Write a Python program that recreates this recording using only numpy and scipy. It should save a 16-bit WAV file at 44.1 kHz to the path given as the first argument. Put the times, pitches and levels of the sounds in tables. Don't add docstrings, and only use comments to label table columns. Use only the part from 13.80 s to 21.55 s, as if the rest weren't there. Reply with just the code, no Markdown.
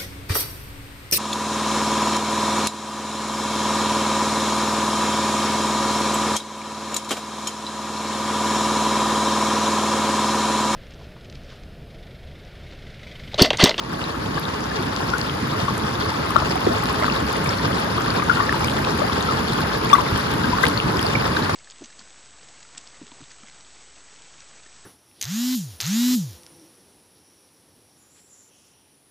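import sys
import numpy as np
from scipy import signal
from scipy.fft import rfft, irfft
from scipy.io import wavfile
from scipy.ndimage import uniform_filter1d

SR = 44100
rng = np.random.default_rng(int(sys.argv[2]) if len(sys.argv) > 2 else 0)


def generate_wav(sig):
    pcm = np.round(np.clip(np.atleast_2d(sig).T, -1, 1) * 32767).astype(np.int16)
    wavfile.write(sys.argv[1], SR, pcm)


def volts(x):
    e = np.asarray(x, float) / 20
    return 10 ** e


N = 341775

# frequency in Hz, level in dB per Hz.
BUBBLE_COLOUR = [(200, -35), (400, 0.5), (800, 0), (1150, -3), (2000, -11), (2700, -8.5), (5000, -20.5),
                 (7500, -26), (10500, -29.5), (13000, -41), (15500, -52)]
# start in seconds, peak in dB, pitch in Hz, left over right in dB.
PLOPS = [(1.336, -13.5, 1426, 8), (1.882, -17.5, 1104, 13), (2.672, -20, 1070, 3), (4.278, -19, 1165, -2),
         (4.381, -22, 1000, 0), (4.395, -19.5, 1115, 8), (4.424, -18, 1203, 7), (4.497, -9.5, 1430, 16.5),
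         (4.571, -20, 1380, 14), (4.601, -13.5, 1140, 12), (5.217, -21, 1210, 10), (5.488, -16, 1310, 5),
         (5.508, -21, 1200, 5), (6.641, -18.5, 1565, 11), (6.732, -15, 980, 10), (7.094, -25, 818, -13),
         (7.144, -23, 1004, -7), (.572, -20, 1140, 3), (2.251, -25, 1140, -5)]
# start in seconds, peak in dB, pitch in Hz, left over right in dB.
BIG_PLOPS = [
    (6.131, 2, 1145, 15),
]
# start in seconds, peak in dB, pitch in Hz, left over right in dB.
BLIPS = [(0.58, -18, 1620, 10), (2.319, -20, 900, 4), (2.506, -17, 1130, 2), (2.621, -28, 1030, 16),
         (2.728, -21, 1120, -6), (2.865, -16.5, 740, 2), (3.033, -21, 1187, 16), (3.234, -13, 1300, -1),
         (3.282, -15, 1210, 12), (3.801, -21.5, 980, 0), (4.181, -16, 1187, 7), (4.694, -11, 1770, 3),
         (4.727, -25, 1250, 9), (4.743, -22, 940, 11), (4.808, -19, 1247, -3), (5.072, -17.5, 1076, 6),
         (5.297, -15.5, 1180, 7), (5.787, -20.5, 1234, 9), (6.101, -15, 2350, -5), (6.784, -19, 1110, -15),
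         (3.368, -18, 1100, -4), (7.552, -22, 1170, -15), (7.569, -11, 1560, 3), (7.695, -10.5, 1145, 1),
         (4.4, -19, 2450, 2), (4.422, -22, 2080, 0), (4.5605, -23, 1820, 1), (4.608, -18, 1820, -3),
         (3.559, -24, 2010, -2), (3.6616, -17, 2330, .5), (3.796, -24, 1840, -5), (5.951, -20, 1700, -2),
         (6.265, -25, 2090, -8), (6.36, -20, 1700, 1.5), (.917, -22, 1690, -1), (5.175, -25, 1740, 1.5),
         (5.046, -19, 2550, -2), (5.15, -21, 1050, 3)]


def evened(x):
    return x / np.sqrt(np.mean(x ** 2) + 1e-20)


def read(points, hz):
    f, value = np.transpose(points)
    return np.interp(np.log(hz + 1), np.log(f + 1), value)


def port(hz, axis):
    # frequency in Hz, left-right likeness from 0 to 1, right lead in radians,
    # left over right in dB.
    ports = [(0, .98, 0, 0), (170, .95, .22, 0), (330, .72, .4, -1.5), (520, .12, 1.6, -2),
             (720, .45, 3.5, -2.5), (950, .15, 6, 0), (1200, .3, 7.8, 4), (1650, .1, 7.3, 4),
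             (2250, .3, 4.4, -2.5), (2800, .62, 3.8, .5), (3600, .2, 5, 5), (5000, .1, 8.8, 12),
             (6300, .12, 6.5, 3), (7700, .6, 9.2, 1), (8400, .7, 9.6, .5), (10000, .6, 11, -.5),
             (10700, .82, 12.3, 0), (12800, .85, 12.6, 0), (14000, .2, 12.7, 0)]
    return np.interp(hz, *np.transpose(ports)[[0, axis]])


def through_ports(direct, other, colour):
    hz = np.fft.rfftfreq(N, 1 / SR)
    same = np.clip(port(hz, axis=1), 0, 1)
    a, b = rfft(direct), rfft(other)
    left = a * volts(port(hz, axis=3))
    right = same * np.exp(1j * port(hz, axis=2)) * a + np.sqrt(1 - same ** 2) * b
    return evened(irfft(np.array([left, right]) * volts(read(colour, hz)), N))


def bubble(hz, t60, rise, phase, attack_cycles, hold=1.4):
    t60 = max(t60, .001)
    cycles = hz * np.arange(int(t60 * SR) + 8) / SR
    attack = 1 - np.exp(-cycles / attack_cycles)
    shape = attack * volts(-60 * (cycles / hz / t60) ** hold)
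    return shape / shape.max() * np.sin(2 * np.pi * cycles * (1 + rise * cycles) + phase)


def wash(patchy_db=1.5):
    # frequency in Hz, level in dB per Hz.
    wash_colour = [(22, -46), (40, -13), (58, -1.5), (130, 1), (300, -1.5), (450, -7.5), (650, -10.5),
                   (1100, -9), (2000, -17), (2600, -20), (3500, -24.5), (5500, -33.5), (8000, -33.5),
                   (10500, -34), (13000, -44), (15500, -72)]
    a, b, c, d, patches = rng.standard_normal((N // 128 + 8, 257, 5)).T
    patches = uniform_filter1d(patches, size=10, axis=0)
    patches = evened(uniform_filter1d(patches, size=12, axis=1))
    z = np.array([a + 1j * b, c + 1j * d]) * volts(patchy_db * patches)
    fields = signal.istft(z, nperseg=512, noverlap=384)[1][:, :N]
    return through_ports(*fields, wash_colour)


def banks(x, t60=0.2, first_s=.006):
    t = np.arange(SR // 8) / SR
    signs = rng.choice([-1., 1.], (2, len(t)))
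    taps = signs * (rng.random((2, len(t))) < 1500 / SR) * (t > first_s)
    taps *= volts(-60 * t / t60)
    taps /= np.linalg.norm(taps, axis=1)[:, None]
    return signal.oaconvolve(x, taps, axes=1)[:, :N]


def spray(per_s=220, spread_db=3.0, splash_db=-9):
    # frequency in Hz, level in dB per Hz.
    spray_colour = [(600, -39), (1500, 14.5), (3000, -17), (5000, -16), (8000, -11), (11000, -9.5),
                    (13000, -11.5), (15500, -26)]
    burst_s, splash_s = .0005, .002
    size = volts(spread_db * np.minimum(rng.exponential(1, N), 3)) * (rng.random(N) < per_s / SR)
    away_s = abs(np.arange(-400, 400)) / SR
    puffs = signal.oaconvolve(size, np.exp(-away_s / burst_s), "same")
    loose = through_ports(*puffs * rng.standard_normal((2, N)), spray_colour)
    s, db = np.transpose(PLOPS + BLIPS + BIG_PLOPS)[:2]
    starts = np.zeros(N)
    starts[(s * SR).astype(int) + 90] = volts(np.minimum(db, -6) + splash_db)
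    splash_shape = signal.oaconvolve(starts, np.exp(-away_s / splash_s), "same")
    return loose, splash_shape * through_ports(*rng.standard_normal((2, N)), BUBBLE_COLOUR)


def bubbles(per_s, spread_db, cycles, clump_db, lo_hz, hi_hz, attack_cycles, count):
    drift = uniform_filter1d(rng.standard_normal(N), size=900)
    clumps = volts(clump_db * evened(uniform_filter1d(drift, size=700)))
    size = volts(spread_db * np.minimum(rng.exponential(1, N), 3.5))
    size = size * (rng.random(N) < per_s / SR) * clumps
    kind = rng.integers(0, count, N)
    luck = rng.random((count, 4))
    fields = np.zeros((2, N))
    for k, hz in enumerate(np.geomspace(lo_hz, hi_hz, count)):
        t60 = cycles * (0.5 + 1.9 * luck[k, 0]) / hz
        rise = 0.1854 * luck[k, 1] / cycles
        turns = (0, 2 * np.pi * luck[k, 2])
        pair = np.array([bubble(hz, t60, rise, turn, attack_cycles) for turn in turns])
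        pair *= np.sqrt(hz) / np.linalg.norm(pair[0])
        rung = signal.oaconvolve((size * (kind == k))[None], pair, axes=1)[:, :N]
        lag = int(40 * luck[k, 3]) - 20
        fields += [rung[0], np.roll(rung[1], lag)]
    z = rfft(fields)
    power = uniform_filter1d(abs(z) ** 2, size=1500, axis=1)
    floor = 0.22 * np.median(power[:, round(lo_hz * N / SR):round(hi_hz * N / SR)])
    return through_ports(*irfft(z / np.sqrt(power + floor), N), BUBBLE_COLOUR)


def fizz(gurgle_db=-7.5):
    short = bubbles(per_s=6000, spread_db=2.6, cycles=13.9, clump_db=2.8,
                    lo_hz=281.1, hi_hz=13100, attack_cycles=5.0, count=34)
    long = bubbles(per_s=300, spread_db=3.2, cycles=24, clump_db=4,
                   lo_hz=330, hi_hz=2400, attack_cycles=3.5, count=18)
    return short + volts(gurgle_db) * long


def strays(db, spread_db, lo_hz, hi_hz, count):
    when, size, pitch = rng.random((count, 3)).T
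    peak_db = db + spread_db * (2 * size - 1)
    return list(zip(when * (N - 1) / SR, peak_db, lo_hz * (hi_hz / lo_hz) ** pitch))


def add(mix, s, db, hz, t60, pan_db, rise, attack_cycles, hold=1.4):
    for side, sign, phase in zip(mix, (.5, -.5), (0, port(hz, axis=2))):
        sound = volts(db + sign * pan_db) * bubble(hz, t60, rise, phase, attack_cycles, hold)
        part = side[round(s * SR):][:len(sound)]
        part += sound[:len(part)]


def near_water():
    # start in seconds, peak in dB, pitch in Hz,
    # t60 in seconds, left over right in dB.
    gulps = [(.99, -21.5, 352, .059, -2), (1.625, -21, 233, 0.05, -3), (2.56, -13, 600, 0.02, 9),
             (2.571, -20, 1293, 0.046, 8), (2.622, -19.5, 610, 0.02, 12), (2.869, -6.5, 470, 0.025, 0),
             (2.905, -18, 633, 0.066, 2), (2.935, -27, 823, .061, 14), (4.512, -14, 1300, 0.017, 15),
             (4.527, -22, 1410, 0.04, 10), (4.612, -26, 1160, .08, 5), (5.217, -14.5, 580, 0.038, 8),
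             (5.24, -20, 720, 0.049, 9), (5.346, -23, 251, 0.049, -1), (4.498, -21, 1550, 0.02, 17),
             (1.334, -24, 1220, .03, 5), (4.591, -19, 1405, .04, 11), (6.152, -21, 1900, 0.027, 11),
             (6.836, -16, 1900, 0.029, 16), (6.838, -19.5, 466, 0.048, 5), (1.349, -21.5, 1440, 0.036, 7),
             (4.841, -22, 2190, 0.028, -7), (2.755, -16, 724, 0.034, -5), (3.222, -17, 603, .03, -2),
             (3.907, -23, 538, 0.036, -2), (4.812, -19, 830, 0.025, 0), (4.914, -22, 604, .03, -2),
             (5.073, -23, 517, .03, 0), (5.668, -30, 484, .04, -5), (6.121, -19, 590, .03, -4),
             (6.218, -23, 552, 0.037, -7), (7.246, -21, 670, .03, -9), (7.561, -28, 454, .04, -5),
             (7.693, -28, 528, .04, -5), (2.884, -20, 313, 0.037, 0), (2.862, -18, 200, 0.04, -2),
             (2.9, -22.5, 230, 0.066, 0), (4.62, -23, 1110, .05, 8)]
    # start in seconds, peak in dB, pitch in Hz,
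    # t60 in seconds, left over right in dB.
    bursts = [(2.559, -7, 1150, 0.0041, 16), (2.5636, -5.5, 1286, 0.007, 17.5),
              (6.1488, -15, 1400, .007, 2), (6.1513, -10, 1150, .007, 11), (6.154, -21, 1340, 0.014, -3),
              (6.1637, -16, 1120, .014, 12), (6.183, -15, 1000, 0.019, 14), (6.8355, -13, 1585, 0.015, 16),
              (6.8358, -17, 1190, .012, 15), (7.353, -14.5, 2260, 0.012, -10)]
    # start in seconds, peak in dB, pitch in Hz.
    drips = [(0.2402, -20.5, 3940), (0.653, -20.5, 3640), (1.4145, -19, 4480), (1.496, -16.5, 3160),
             (2.155, -22, 3700), (2.7551, -24, 3200), (3.299, -12.5, 2680), (3.3226, -21, 4550),
             (3.3628, -20, 3710), (3.692, -16.5, 5240), (3.7848, -23, 4300), (3.9295, -20, 3230),
             (4.1764, -21, 3200), (4.3042, -16.5, 4540), (4.883, -14, 3050), (5.0454, -29, 3630),
             (5.3298, -21, 3630), (5.408, -17.5, 3640), (5.7004, -21, 3400), (6.3614, -19, 3130),
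             (6.832, -23, 3730), (6.8526, -19, 3580), (6.975, -14, 4260), (7.0009, -10.5, 2800),
             (7.1701, -21.5, 4890), (7.193, -13.5, 3200), (7.228, -20, 4900), (7.266, -17.5, 4500),
             (7.5657, -21, 3820), (7.624, -21, 3870)]
    # start in seconds, peak in dB, centre in Hz.
    slaps = [(0.579, -14, 1200), (.8397, -22, 5770), (1.163, -11.5, 4600), (1.302, -20, 5550),
             (1.4132, -16, 4970), (2.7553, -18, 1070), (2.866, -14, 1700), (2.9344, -26, 1290),
             (3.056, -14, 4200), (3.0995, -20, 4000), (3.243, -5, 1290), (4.7255, -6.5, 1510),
             (4.8449, -12, 5200), (4.897, -12, 3400), (5.048, -13, 3900), (6.8326, -14, 5000),
             (6.853, -6, 2400), (6.866, -5.5, 3320), (6.8705, -18, 6500), (6.898, -17, 4200),
             (7.568, -21, 1460), (2.948, -15, 2600), (6.785, -10, 1300), (2.6207, -15, 1060),
             (7.6948, -8, 1190), (5.073, -16, 1100)]
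    # start in seconds, peak in dB, centre in Hz.
    ticks = [(0.596, -21, 11800), (1.3818, -18.5, 6710), (1.979, -20, 7040), (2.5055, -18.5, 10300),
             (2.7556, -26, 10400), (3.0375, -21, 11500), (3.1283, -24, 10700), (3.5274, -22, 11000),
             (3.567, -19, 9200), (3.6436, -22, 7210), (3.6731, -22, 7310), (4.0013, -22.5, 10000),
             (4.2195, -21, 6590), (4.4418, -24, 6610), (4.7247, -23.5, 10400), (4.7935, -21, 7280),
             (4.8444, -20, 10800), (4.874, -18, 9600), (5.4255, -18, 6550), (5.7344, -21, 9870),
             (6.0921, -22, 6600), (6.137, -9, 9800), (6.3759, -17, 10300), (6.538, -23, 10900),
             (6.8304, -18, 7050), (6.8526, -20, 10600), (6.8832, -13, 10400), (7.192, -22, 6590),
             (7.214, -22, 10900), (7.2279, -18, 9200), (1.382, -21, 10500), (1.9786, -21.5, 10500),
             (.8056, -26, 6770), (1.0266, -27, 10300), (1.9021, -31, 10400), (2.4603, -25, 9200),
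             (3.0694, -26, 10100), (3.4032, -22, 7350), (3.6376, -25, 10000), (3.6734, -24, 10500),
             (3.6438, -24, 10500), (4.3385, -26, 10300), (4.534, -24, 9800), (4.9038, -27, 10000),
             (5.005, -26, 10000), (5.177, -25, 10700), (5.2834, -32, 10300), (5.4066, -27, 10500),
             (5.871, -27, 10500), (5.984, -27, 12500), (6.0462, -25, 11200), (6.3071, -28, 12000),
             (6.3949, -28, 11000), (6.513, -25, 11100), (6.8104, -29, 9800), (7.0364, -29, 9800),
             (7.2639, -25, 10000), (6.8311, -21, 10500)]
    plop_t60_s, big_t60_s, blip_cycles = 0.032, .042, 19.3
    gulp_rise, big_gulp_rise = 0.0028, -0.0423
    lead_s, tick_lag_s = .0008, .0008
    mix = np.zeros((2, N))
    rings = [(*row, plop_t60_s) for row in PLOPS]
    rings += [(*row, big_t60_s) for row in BIG_PLOPS]
    rings += [(*row, blip_cycles / row[2]) for row in BLIPS]
    for s, db, hz, pan_db, t60 in rings:
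        attack_cycles = 1 if db > -9.5 else 4
        add(mix, s - lead_s * attack_cycles ** .5, db, hz, t60, pan_db, .0005, attack_cycles)
    for s, db, hz in strays(-25.5, 6, 858, 1400, count=6):
        add(mix, s, db, hz, blip_cycles / hz, port(hz, axis=3), gulp_rise, 4)
    for row in bursts:
        add(mix, *row, rise=.0005, attack_cycles=.7, hold=3.5)
    largest_db = max(row[1] for row in gulps)
    for row in gulps:
        rise = big_gulp_rise if row[1] == largest_db else gulp_rise
        add(mix, *row, rise, attack_cycles=2.2)
    for s, db, hz in drips + strays(-42.5, 8, 3300, 4600, count=6):
        add(mix, s, db, hz, t60=.005, pan_db=port(hz, axis=3) + 3, rise=.002, attack_cycles=2.4)
    for s, db, hz in slaps:
        add(mix, s + tick_lag_s, db, hz, 4.5 / hz, port(hz, axis=3), rise=0, attack_cycles=.6)
    for s, db, hz in ticks + strays(-34, 5, 6500, 11500, count=18):
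        add(mix, s + tick_lag_s, db, hz, t60=.0012, pan_db=3.5, rise=0, attack_cycles=1.5)
    return mix


def scene():
    # time in seconds, level in dB.
    slow_level = [(0.0, -9), (0.15, -5.5), (0.58, -3.5), (1.42, -2.5), (3.6, -0.5), (4.0, -0.5), (5.44, 0),
                  (6.06, 0), (7.75, 0)]
    # centre in seconds, extra level in dB, half length in seconds.
    surges = [(2.923, 3.5, 0.074), (3.193, 3, 0.053), (6.844, 7, 0.028)]
    t = np.arange(N) / SR
    slow_db = np.interp(t, *np.transpose(slow_level))
    loose, splashes = spray()
    far = volts(-22.5 + 1.11 * slow_db) * wash()
    surge_db = sum(db * np.exp(-((t - s) / half_s) ** 2) for s, db, half_s in surges)
    rush = volts(-27 + 1.12 * slow_db + surge_db) * (fizz() + volts(-10.5) * loose)
    near = near_water() + splashes
    return far + rush + near + volts(-13) * banks(near)


def joint_stereo(x):
    # frequency in Hz, level in dB.
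    weakest = [(6900, -30), (7300, -10), (7900, -6), (8650, -6), (9300, -9.5), (10600, -8.5), (12500, -11),
               (13500, -12.5), (15500, -13.5)]
    offset = 692
    pair = np.roll(np.array([x[0] + x[1], x[0] - x[1]]) / 2, -offset, axis=1)
    hz, _, z = signal.stft(pair, SR, nperseg=2048, noverlap=1024)
    power = abs(z[:, :1024]) ** 2
    bands = np.repeat(power.reshape(2, 32, 32, -1).mean(2), 32, axis=1)
    centre_hz = np.repeat(hz[16:1024:32], 32)
    near_9k = power[:, 420:460].sum(0).mean(0)
    near_9k = np.exp(uniform_filter1d(np.log(near_9k + 1e-20), size=30))
    kept = bands > volts(2 * read(weakest, centre_hz))[:, None] * near_9k
    kept = kept | (hz[:1024, None] < weakest[0][0])
    kept |= power[:, 420:600].sum(0).mean(0) > 1.5 * near_9k
    z = z * np.pad(kept, ((0, 0), (0, 1), (0, 0)))
    pair = signal.istft(z, SR, nperseg=2048, noverlap=1024)[1][:, :N]
    mid, side = np.roll(pair, offset, axis=1)
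    return np.array([mid + side, mid - side])


def roll_off(x):
    return signal.sosfilt(signal.butter(12, 15800, fs=SR, output="sos"), x)


def record(dry):
    overloaded = np.clip(dry, -1, 1)
    mix = np.clip(joint_stereo(overloaded), -1, 1)
    return roll_off(mix)


dry = scene()
out = record(dry)
generate_wav(out)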